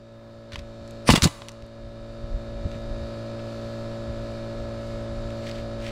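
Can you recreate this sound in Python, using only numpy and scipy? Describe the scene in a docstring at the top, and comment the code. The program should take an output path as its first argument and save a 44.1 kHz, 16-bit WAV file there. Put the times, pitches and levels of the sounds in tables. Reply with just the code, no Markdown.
"""A pneumatic roofing nailer fires through shingles into a wooden roof deck: the driver cracks and rings the steel,
the tool bounces, fires again and vents coloured noise as air, and damped sines thump in the deck.
A compressor drones below as overtones of its stroke, with noise for rushing air and a buffeting breeze.
Weight shifts, clicks, a brushing sleeve and glove scrapes surround the shots; the yard echoes the roof work.
A gain control starts ducked, drops at loud sound and slowly recovers."""
import sys
import numpy as np
from scipy import signal
from scipy.fft import rfft, irfft
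from scipy.io import wavfile
from scipy.ndimage import uniform_filter1d

SR = 44100
rng = np.random.default_rng(int(sys.argv[2]) if len(sys.argv) > 2 else 0)


def to_wav(s):
    """Save 16-bit WAV."""
    ch = np.atleast_2d(s).T  # columns
    pcm = np.round(np.clip(ch, -1, 1) * 32767)  # PCM
    wavfile.write(sys.argv[1], SR, pcm.astype(np.int16))


N = 260631
T = np.arange(N) / SR
STROKE_HZ = 56.71  # compressor speed, strokes per second
EDGE_HZ = 15800  # top of the audible band here

# All spectrum levels are relative; noise is scaled to rms 1 after colouring.
# compressor hum, used from the second overtone of the stroke up: [multiple of stroke rate, level/dB]
HUM_OVERTONES = [(1, -5), (2, 0), (3, -17), (4, -2), (5, -12), (6, -7), (7, -15), (8, -15), (9, -15),
                 (10, 0), (11, -8), (12, -14), (13, -20), (14, -25), (15, -31), (16, -24), (17, -24),
                 (18, -23), (19, -25), (20, -30), (21, -28), (22, -22), (23, -17), (24, -26), (25, -26),
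                 (26, -27), (27, -38), (28, -28), (29, -32), (30, -20), (31, -33), (32, -34), (33, -29),
                 (34, -33)]
# ringing lines of the compressor casing: [f/Hz, level/dB]
CASING_LINES = [(2153, -70), (2379, -67), (2891, -72), (3007, -75), (3628, -71), (3688, -68), (3854, -65),
                (4199, -68), (4366, -70), (4538, -75), (4764, -68), (4990, -72), (6293, -80), (7149, -81)]
# spectrum of the valve clatter: [f/Hz, level/dB]
CLATTER_SPECTRUM = [(1900, -3.5), (2400, 3.5), (3200, -3.5), (4400, 6), (5200, -2.5), (6000, -7),
                    (7600, -6.5), (8300, -18), (9900, -15.5), (11300, -22), (12200, -19.5), (15000, -45)]
# spectrum of the compressor's air and fan: [f/Hz, level/dB]
RUSH_SPECTRUM = [(60, 8.5), (200, -2.5), (400, -1.5), (640, -0.5), (830, -9), (1400, -11), (2000, -16.5),
                 (3200, -18), (3800, -15.5), (4700, -17), (6000, -25.5), (7700, -31), (8200, -32.5),
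                 (9900, -33), (11300, -54.5), (13300, -43), (15500, -55)]
# broad resonances of the compressor housing: [f/Hz, width/Hz, lift/dB]
HOUSING_RESONANCES = [(1350, 160, 2.5), (1645, 23, 2.5), (2390, 73, 0.5), (3900, 110, 1), (4120, 120, 0),
                      (4570, 65, 0.5), (6440, 200, 1.5), (7300, 116, 4.5), (7720, 170, 6),
                      (11700, 110, 11.5), (12200, 160, 7.5)]
# spectrum of the breeze on the microphone: [f/Hz, level/dB]
BREEZE_SPECTRUM = [(10, -35), (28, 14.5), (55, 8.5), (90, 0.5), (150, -12.5), (300, -31.5), (900, -77)]
# breeze strength as it freshens, lulls and returns: [t/s, level/dB]
BREEZE_STRENGTH = [(0, -46), (1.85, -39.5), (2.4, -33), (3.0, -32), (3.3, -56), (4.1, -39), (5.9, -36)]
# strokes of tool nose and glove over gritty shingle: [t/s, hold/s, level/dB]
DRAG_STROKES = [(.525, 0.075, -46), (2.72, .04, -56), (5.465, 0.029, -42.5), (5.55, 0.048, -49.5),
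                (5.825, 0.068, -44)]
# spectrum of the scraped granules: [f/Hz, level/dB]
GRIT_SPECTRUM = [(400, -20), (1200, -5), (1800, 5), (2400, 4), (3500, 1), (6000, -7.5), (8000, -11.5),
                 (11000, -23), (15500, -29)]
# small clicks of trigger, safety nose and grit: [t/s, level/dB, t60/s, lowest f/Hz, highest f/Hz]
CLICK_EVENTS = [(0.52, -30, 0.056, 1100, 4200), (.532, -27, 0.045, 1300, 4150),
                (0.543, -29, 0.037, 1200, 4000), (0.5574, -16, 0.019, 1220, 3640),
                (0.5906, -26.5, 0.024, 1700, 4540), (.877, -35, 0.008, 3500, 7000),
                (.909, -33, 0.0065, 3800, 8000), (1.2216, 5.5, 0.008, 1800, 5170),
                (1.4193, -20, 0.015, 750, 3210), (1.4848, -14.5, 0.0067, 2300, 6900),
                (1.491, -23, 0.014, 1100, 5900), (1.518, -31, .01, 3000, 7500),
                (1.6224, -35, .015, 2000, 4500), (1.664, -42, 0.01, 6000, 8500),
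                (2.7155, -35, 0.016, 1800, 4000), (2.744, -41, 0.025, 1700, 2600),
                (3.391, -42, .05, 1600, 2800), (5.304, -39.5, 0.022, 1700, 3800),
                (5.513, -29.5, 0.011, 2000, 3900), (5.557, -42, 0.025, 1700, 4000),
                (5.8652, -29.5, 0.019, 1700, 3430)]
# thumps of the deck under tool, knee and boot: [t/s, level/dB, f/Hz]
DECK_THUMPS = [(0.534, -20, 85), (0.574, -19, 63.6), (0.592, -24, 103), (.61, -22, 55), (0.81, -24, 79),
               (1.0894, 9, 472), (1.0911, 11, 202), (1.099, 9.5, 183), (1.104, 3, 63), (1.128, 1, 147),
               (1.137, 8, 203), (1.176, -1.5, 160), (1.227, 4.5, 106), (1.2535, 8, 156), (1.255, -6, 483),
               (1.2649, 0, 135), (1.621, -23, 55.4), (2.234, -20.5, 72), (2.335, -23.5, 45.4),
               (2.613, -27, 60.4), (2.652, -11, 87), (2.66, -15, 175), (2.753, -22, 102), (3.014, -25, 86),
               (4.088, -23, 52.3), (5.114, -26, 75)]
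# spectrum of the spitting trigger valve: [f/Hz, level/dB]
SPIT_SPECTRUM = [(300, -4), (1500, -5), (2600, 1), (3600, -9), (4600, -3), (5600, -1), (7200, -17),
                 (9500, -2), (11500, -24), (15500, -30)]
# blows of the driver and bouncing nose: [t/s, level/dB, crack t60/s, brightness/dB per octave]
DRIVER_BLOWS = [(1.0896, 2, 0.031, 0), (1.0990, 4.5, 0.045, -5), (1.1032, -2, 0.049, 6),
                (1.1365, -1.5, 0.06, -5), (1.153, -4.5, 0.015, 3), (1.157, -1.5, 0.055, 4.5),
                (1.1748, -12, 0.082, 2.5), (1.242, -27, 0.017, -4), (1.256, -5, 0.073, -6.5),
                (1.2728, -14.5, 0.035, 6)]
# modes of the nailer's steel body: [f/Hz, level/dB, t60/s]
STEEL_MODES = [(1020, -3, .035), (1140, -4, .05), (1740, -10, .06), (2010, -4, .07), (2805, -4, .07),
               (2980, -5, .06), (3400, -7, .05), (3775, -5, .06), (4560, -5, .06), (5380, -10, .06),
               (7755, -14, .08), (9020, -12, .04)]
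# spectrum of the driver's crack before each blow's tilt: [f/Hz, level/dB]
CRACK_SPECTRUM = [(100, -14), (350, 9.5), (600, 3), (1000, 7.5), (1450, -1.5), (2800, 0.5), (5000, -11),
                  (7500, -16.5), (9800, -22.5), (11500, -34), (15500, -37)]
# puffs of air from the exhaust cap: [t/s, hold/s, level/dB]
EXHAUST_PUFFS = [(1.114, 0.017, -11), (1.157, .008, -16), (1.213, .008, -36), (1.234, 0.0097, -3)]
# spectrum of the exhaust jet: [f/Hz, level/dB]
JET_SPECTRUM = [(200, 14.5), (600, -9.5), (1200, -3), (1900, -5.5), (3000, -6), (4300, 4), (5800, -5),
                (7100, -0.5), (8200, -8.5), (10000, -6.5), (12000, -19), (15500, -20)]
# starting spectrum of the echo from trees and yard: [f/Hz, level/dB]
YARD_SPECTRUM = [(60, -0.5), (200, -17), (700, 4.5), (1100, 7.5), (2000, 0), (6000, -2), (10000, 5),
                 (15000, 4)]
# decay of the yard echo: [f/Hz, t60/s]
YARD_DECAY = [(100, 0.47), (1000, 1), (4000, 0.97), (12000, .55)]
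# difference between the two microphone ports, before each group's offset: [f/Hz, side level/dB]
PORT_SIDE = [(200, -82), (1300, -50), (2400, -25), (4400, -27.5), (6000, -15), (9300, -12.5), (10600, -16),
             (12200, 1), (15000, 3)]
# tonal lean of the ports: [f/Hz, left minus right level/dB]
PORT_LEAN = [(8000, 0), (11000, 0), (13000, -5), (15500, -5)]


def amp(db):
    """Decibels to gain."""
    return 10 ** (np.asarray(db) / 20)


def unit(x):
    """Scales to rms 1."""
    return x / np.sqrt(np.mean(x ** 2) + 1e-20)


def read(points, hz):
    """Reads a table of values on a log-frequency axis."""
    f, value = np.transpose(points)
    return np.interp(np.log(hz + 1), np.log(f + 1), value)


def level(points):
    """A dB curve over time as a gain at every sample."""
    return amp(np.interp(T, *np.transpose(points)))


def add(mix, s, sound):
    """Mixes a sound in at time s, cut off at the end of the mix."""
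    part = mix[round(s * SR):][:len(sound)]
    part += sound[:len(part)]


def colour(x, points):
    """Filters a sound by a spectrum table and scales it to rms 1."""
    hz = np.fft.rfftfreq(len(x), 1 / SR)
    return unit(irfft(rfft(x) * amp(read(points, hz)), len(x)))


def noise(points, size=N):
    """Noise of rms 1 with the given spectrum."""
    return colour(rng.standard_normal(size), points)


def drift(rate_hz):
    """Random wander of rms 1 that weakens steeply above rate_hz."""
    hz = np.fft.rfftfreq(N, 1 / SR)
    spectrum = rfft(rng.standard_normal(N)) / (1 + (hz / rate_hz) ** 4)
    return unit(irfft(spectrum, N))


def strike(t, t60, rise_s=0.0002):
    """Envelope of a hit: a fraction of a millisecond of contact, then a steady fall in dB."""
    return (1 - np.exp(-(t / rise_s) ** 2)) * amp(-60 * t / t60)


def swell(start, hold, attack_s, t60):
    """Envelope that climbs 60 dB in attack_s up to its start, holds, and dies away."""
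    before = np.maximum(start - T, 0) / attack_s
    after = np.maximum(T - start - hold, 0) / t60
    return amp(-60 * (before + after))


def overtones(gains, phases, turns, size=4096):
    """A periodic sound locked to the piston: one overtone for each rms gain and phase (in turns)."""
    cycle = irfft(gains * np.exp(2j * np.pi * phases), size) * size / np.sqrt(2)
    return np.interp(turns % 1, np.arange(size) / size, cycle, period=1)


def housing(x):
    """Lifts the bands in which the compressor's housing resonates."""
    hz = np.fft.rfftfreq(N, 1 / SR)
    lift_db = sum(db / (1 + (2 * (hz - centre) / width) ** 2) for centre, width, db in HOUSING_RESONANCES)
    return irfft(rfft(x) * amp(lift_db), N)


def compressor(hum_db=-33.5, casing_db=-0.5, rush_db=-42.5, wobble=0.00077, chuff=0.033, smear=.43,
               putter_hz=(1130, 1480)):
    """The piston's strokes hum; valve clatter and rushing air sound through the housing."""
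    clatter_db = -58
    turns = np.cumsum(STROKE_HZ * (1 + wobble * drift(15.3))) / SR
    k = np.arange(int(EDGE_HZ / STROKE_HZ))
    order, order_db = np.transpose(HUM_OVERTONES)
    hum = amp(np.interp(k, order, order_db))
    hum = hum * (k > 1) * (k <= order[-1])  # starts at twice the stroke rate; the breeze fills the band below
    hum = amp(hum_db) * hum / np.linalg.norm(hum)
    for hz, db in CASING_LINES:  # the casing picks out the overtones nearest to its resonances
        hum[round(hz / STROKE_HZ)] = amp(db + casing_db)

    # one overtone whines a little louder at first, then drops at once to a lower level
    whine_hz, whine_db, whine_late_db, whine_drop_s = 3686, -60, -63.5, 3.1
    whining = round(whine_hz / STROKE_HZ)
    whine_gain = amp(np.where(T < whine_drop_s, whine_db, whine_late_db))
    whine = whine_gain * np.sqrt(2) * np.sin(2 * np.pi * whining * turns)

    # low overtones smear into an even drone; those in the putter band arrive together, once per stroke
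    low, high = np.round(np.array(putter_hz) / STROKE_HZ)
    phases = -smear * np.minimum(k, low) ** 2 / 2
    scatter = rng.random(len(k)) * (k > high)  # higher lines ring on in any phase
    pump = overtones(hum * (k != whining), phases + scatter, turns)
    pump = pump * amp(0.17 * drift(6.5))

    # clatter arrives by several paths that fade in the moving air, so its overtones come and go
    valves = amp(read(CLATTER_SPECTRUM, k * STROKE_HZ)) * (k > order[-1])
    paths = (drift(2.2) * overtones(valves, rng.random(len(k)), turns) for _ in range(8))
    clatter = unit(sum(paths))
    rush = noise(RUSH_SPECTRUM) * unit(1 + chuff * np.cos(2 * np.pi * turns))
    return pump + whine + housing(amp(clatter_db) * clatter + amp(rush_db) * rush)


def breeze(lumps_db=4.0):
    """Low-frequency noise with random lumps of level buffets the microphone."""
    return level(BREEZE_STRENGTH) * unit(noise(BREEZE_SPECTRUM) * amp(lumps_db * drift(6.6)))


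def sleeve(start_s=0.14, hold_s=0.2, db=-53, attack_s=.12, t60=.25, centre_hz=1050):
    """Cloth brushes softly, as a swell of band noise, while the nailer is swung over."""
    peak_hz = centre_hz * 0.88
    band = [(centre_hz / 4, -30), (peak_hz, 0), (peak_hz, 0), (centre_hz * 2, -13), (centre_hz * 8, -35)]
    return amp(db) * swell(start_s, hold_s, attack_s, t60) * noise(band)


def scraping(attack_s=0.11, release_t60=.12, grain_db=5.5, catch_db=1.6):
    """Granules catch and slip in clumps under tool nose and glove."""
    pressure = sum(amp(db) * swell(s, hold, attack_s, release_t60) for s, hold, db in DRAG_STROKES)
    clumps_db = grain_db * np.minimum(drift(900), 2) + catch_db * drift(66)
    grains = rng.standard_normal(N) * amp(clumps_db)
    return pressure * colour(grains, GRIT_SPECTRUM)


def clicks(low_slope_db=15, high_slope_db=19, size=4096):
    """Short ticks, each a quickly dying band of noise with sloping skirts (dB per octave)."""
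    out, t = np.zeros(N), np.arange(size) / SR
    for s, db, t60, low_hz, high_hz in CLICK_EVENTS:
        low_skirt = (low_hz / 4, -2 * low_slope_db)  # two octaves out
        high_skirt = (high_hz * 4, -2 * high_slope_db)
        hump = [low_skirt, (low_hz, 0), (high_hz, 0), high_skirt]
        add(out, s, amp(db) * strike(t, t60) * noise(hump, size))
    return out


def deck(rise_cycles=0.23, cycles=3.6, upper_ratio=2.236, upper_db=-12, size=8192):
    """Shingles damp the plywood to a few cycles of each thump's pitch; a weaker upper mode adds a knock."""
    out, t = np.zeros(N), np.arange(size) / SR
    for s, db, hz in DECK_THUMPS:
        turns = hz * t
        envelope = (1 - np.exp(-turns / rise_cycles)) * np.exp(-(2 * turns / cycles) ** 2 * 2)
        thump = np.sin(2 * np.pi * turns)
        knock = amp(upper_db) * np.sin(2 * np.pi * upper_ratio * turns)
        add(out, s, amp(db) * envelope * (thump + knock))
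    return out


def trigger_valve(start_s=1.08, spit_db=-17, hold_s=.026, attack_s=.045, t60=.06):
    """Air whistles through the narrow valve, swelling just before the driver strikes."""
    return amp(spit_db) * swell(start_s, hold_s, attack_s, t60) * noise(SPIT_SPECTRUM)


def nailer(deck_echo=0.36, size=8192):
    """Each blow is a short crack that sets the steel body ringing; the roof just below throws it back."""
    ring_db = -10
    out, t = np.zeros(N), np.arange(size) / SR
    hz, mode_db, mode_t60 = np.transpose(STEEL_MODES)[:, :, None]
    for s, db, t60, tilt in DRIVER_BLOWS:
        phase = 2 * np.pi * rng.random(hz.shape)
        modes = amp(mode_db) * strike(t, mode_t60) * np.sin(2 * np.pi * hz * t + phase)
        ring = modes.sum(0)
        tilted = [(f, d + tilt * np.log2(f)) for f, d in CRACK_SPECTRUM]
        crack = noise(tilted, size) * strike(t, t60)
        blow = amp(db) * (crack + amp(ring_db) * ring)
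        add(out, s, blow)
        echo_delay_s = rng.uniform(0.00054, 0.0015)  # varies from blow to blow as the tool bounces
        add(out, s + echo_delay_s, deck_echo * blow)
    return out


def exhaust(attack_s=0.031, shut_t60=0.053, drain_db=-13, drain_t60=0.18, flutter_db=1.5):
    """Turbulent air puffs from the cap and dies quickly; the cylinder drains more slowly beneath."""
    flow = np.zeros(N)
    for s, hold, db in EXHAUST_PUFFS:
        puff = swell(s, hold, attack_s, shut_t60)
        drain = amp(drain_db) * swell(s, hold, attack_s, drain_t60)
        flow += amp(db) * (puff + drain)
    return flow * noise(JET_SPECTRUM) * amp(flutter_db * drift(220))


def yard(x, wet_db=-23, build_s=0.025):
    """A thin outdoor echo that builds up from far surfaces, each band dying at its own speed."""
    hz, t, z = signal.stft(rng.standard_normal(SR), SR, nperseg=256)
    band_db = read(YARD_SPECTRUM, hz)[:, None] - 60 * t / read(YARD_DECAY, hz)[:, None]
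    build = 1 - np.exp(-(t / build_s) ** 2)
    tail = signal.istft(z * amp(band_db) * build, SR, nperseg=256)[1]
    return amp(wet_db) * signal.fftconvolve(x, tail / np.linalg.norm(tail))[:N]


def ports(x, side_db, size=512):
    """Two close ports hear nearly the same bass; the microphone's body scatters the treble between them."""
    hz, spectrum = np.fft.rfftfreq(N, 1 / SR), rfft(x)
    burst = unit(rng.standard_normal(size) * np.linspace(1, 0, size))
    scatter = rfft(burst, N) / np.sqrt(size)
    side = amp(read(PORT_SIDE, hz) + side_db) * scatter
    lean = amp(read(PORT_LEAN, hz) / 2)  # half to each port, in opposite directions
    return irfft(spectrum * np.array([(1 + side) * lean, (1 - side) / lean]), N)


def scene(work_side_db=-3, drone_side_db=1.0):
    """Roof work with its echo, over compressor and breeze; each group has its own stereo scatter."""
    work = trigger_valve() + nailer() + exhaust() + deck() + clicks() + scraping() + sleeve()
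    drone = compressor() + breeze()
    return ports(work + yard(work), work_side_db) + ports(drone, drone_side_db)


def record(dry, threshold_db=-12, depth_db=12.5, start_db=13.5, recover_db=8.0, knee_db=3.0):
    """Gain control, already ducked, drops at loud sound and creeps back; then soft overload and band limit."""
    power = uniform_filter1d((dry ** 2).mean(0), size=128)
    power_db = 10 * np.log10(abs(power) + 1e-12)
    over_db = np.minimum(2 * (power_db - threshold_db), depth_db)
    # hold the deepest drop so far, released at recover_db per second
    recovered_db = recover_db * T
    held_db = np.maximum(np.maximum.accumulate(over_db + recovered_db), start_db) - recovered_db
    duck_db = knee_db * np.logaddexp(0, held_db / knee_db)  # the last few dB return slowly
    ducked = dry * amp(-uniform_filter1d(duck_db, size=128))
    limited = ducked / (1 + (ducked / .84) ** 4) ** (1 / 4)
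    lowpass = signal.firwin(511, EDGE_HZ, window=("kaiser", 9), fs=SR)
    return signal.oaconvolve(limited, lowpass[None], "same")


dry = scene()
out = record(dry)
to_wav(out)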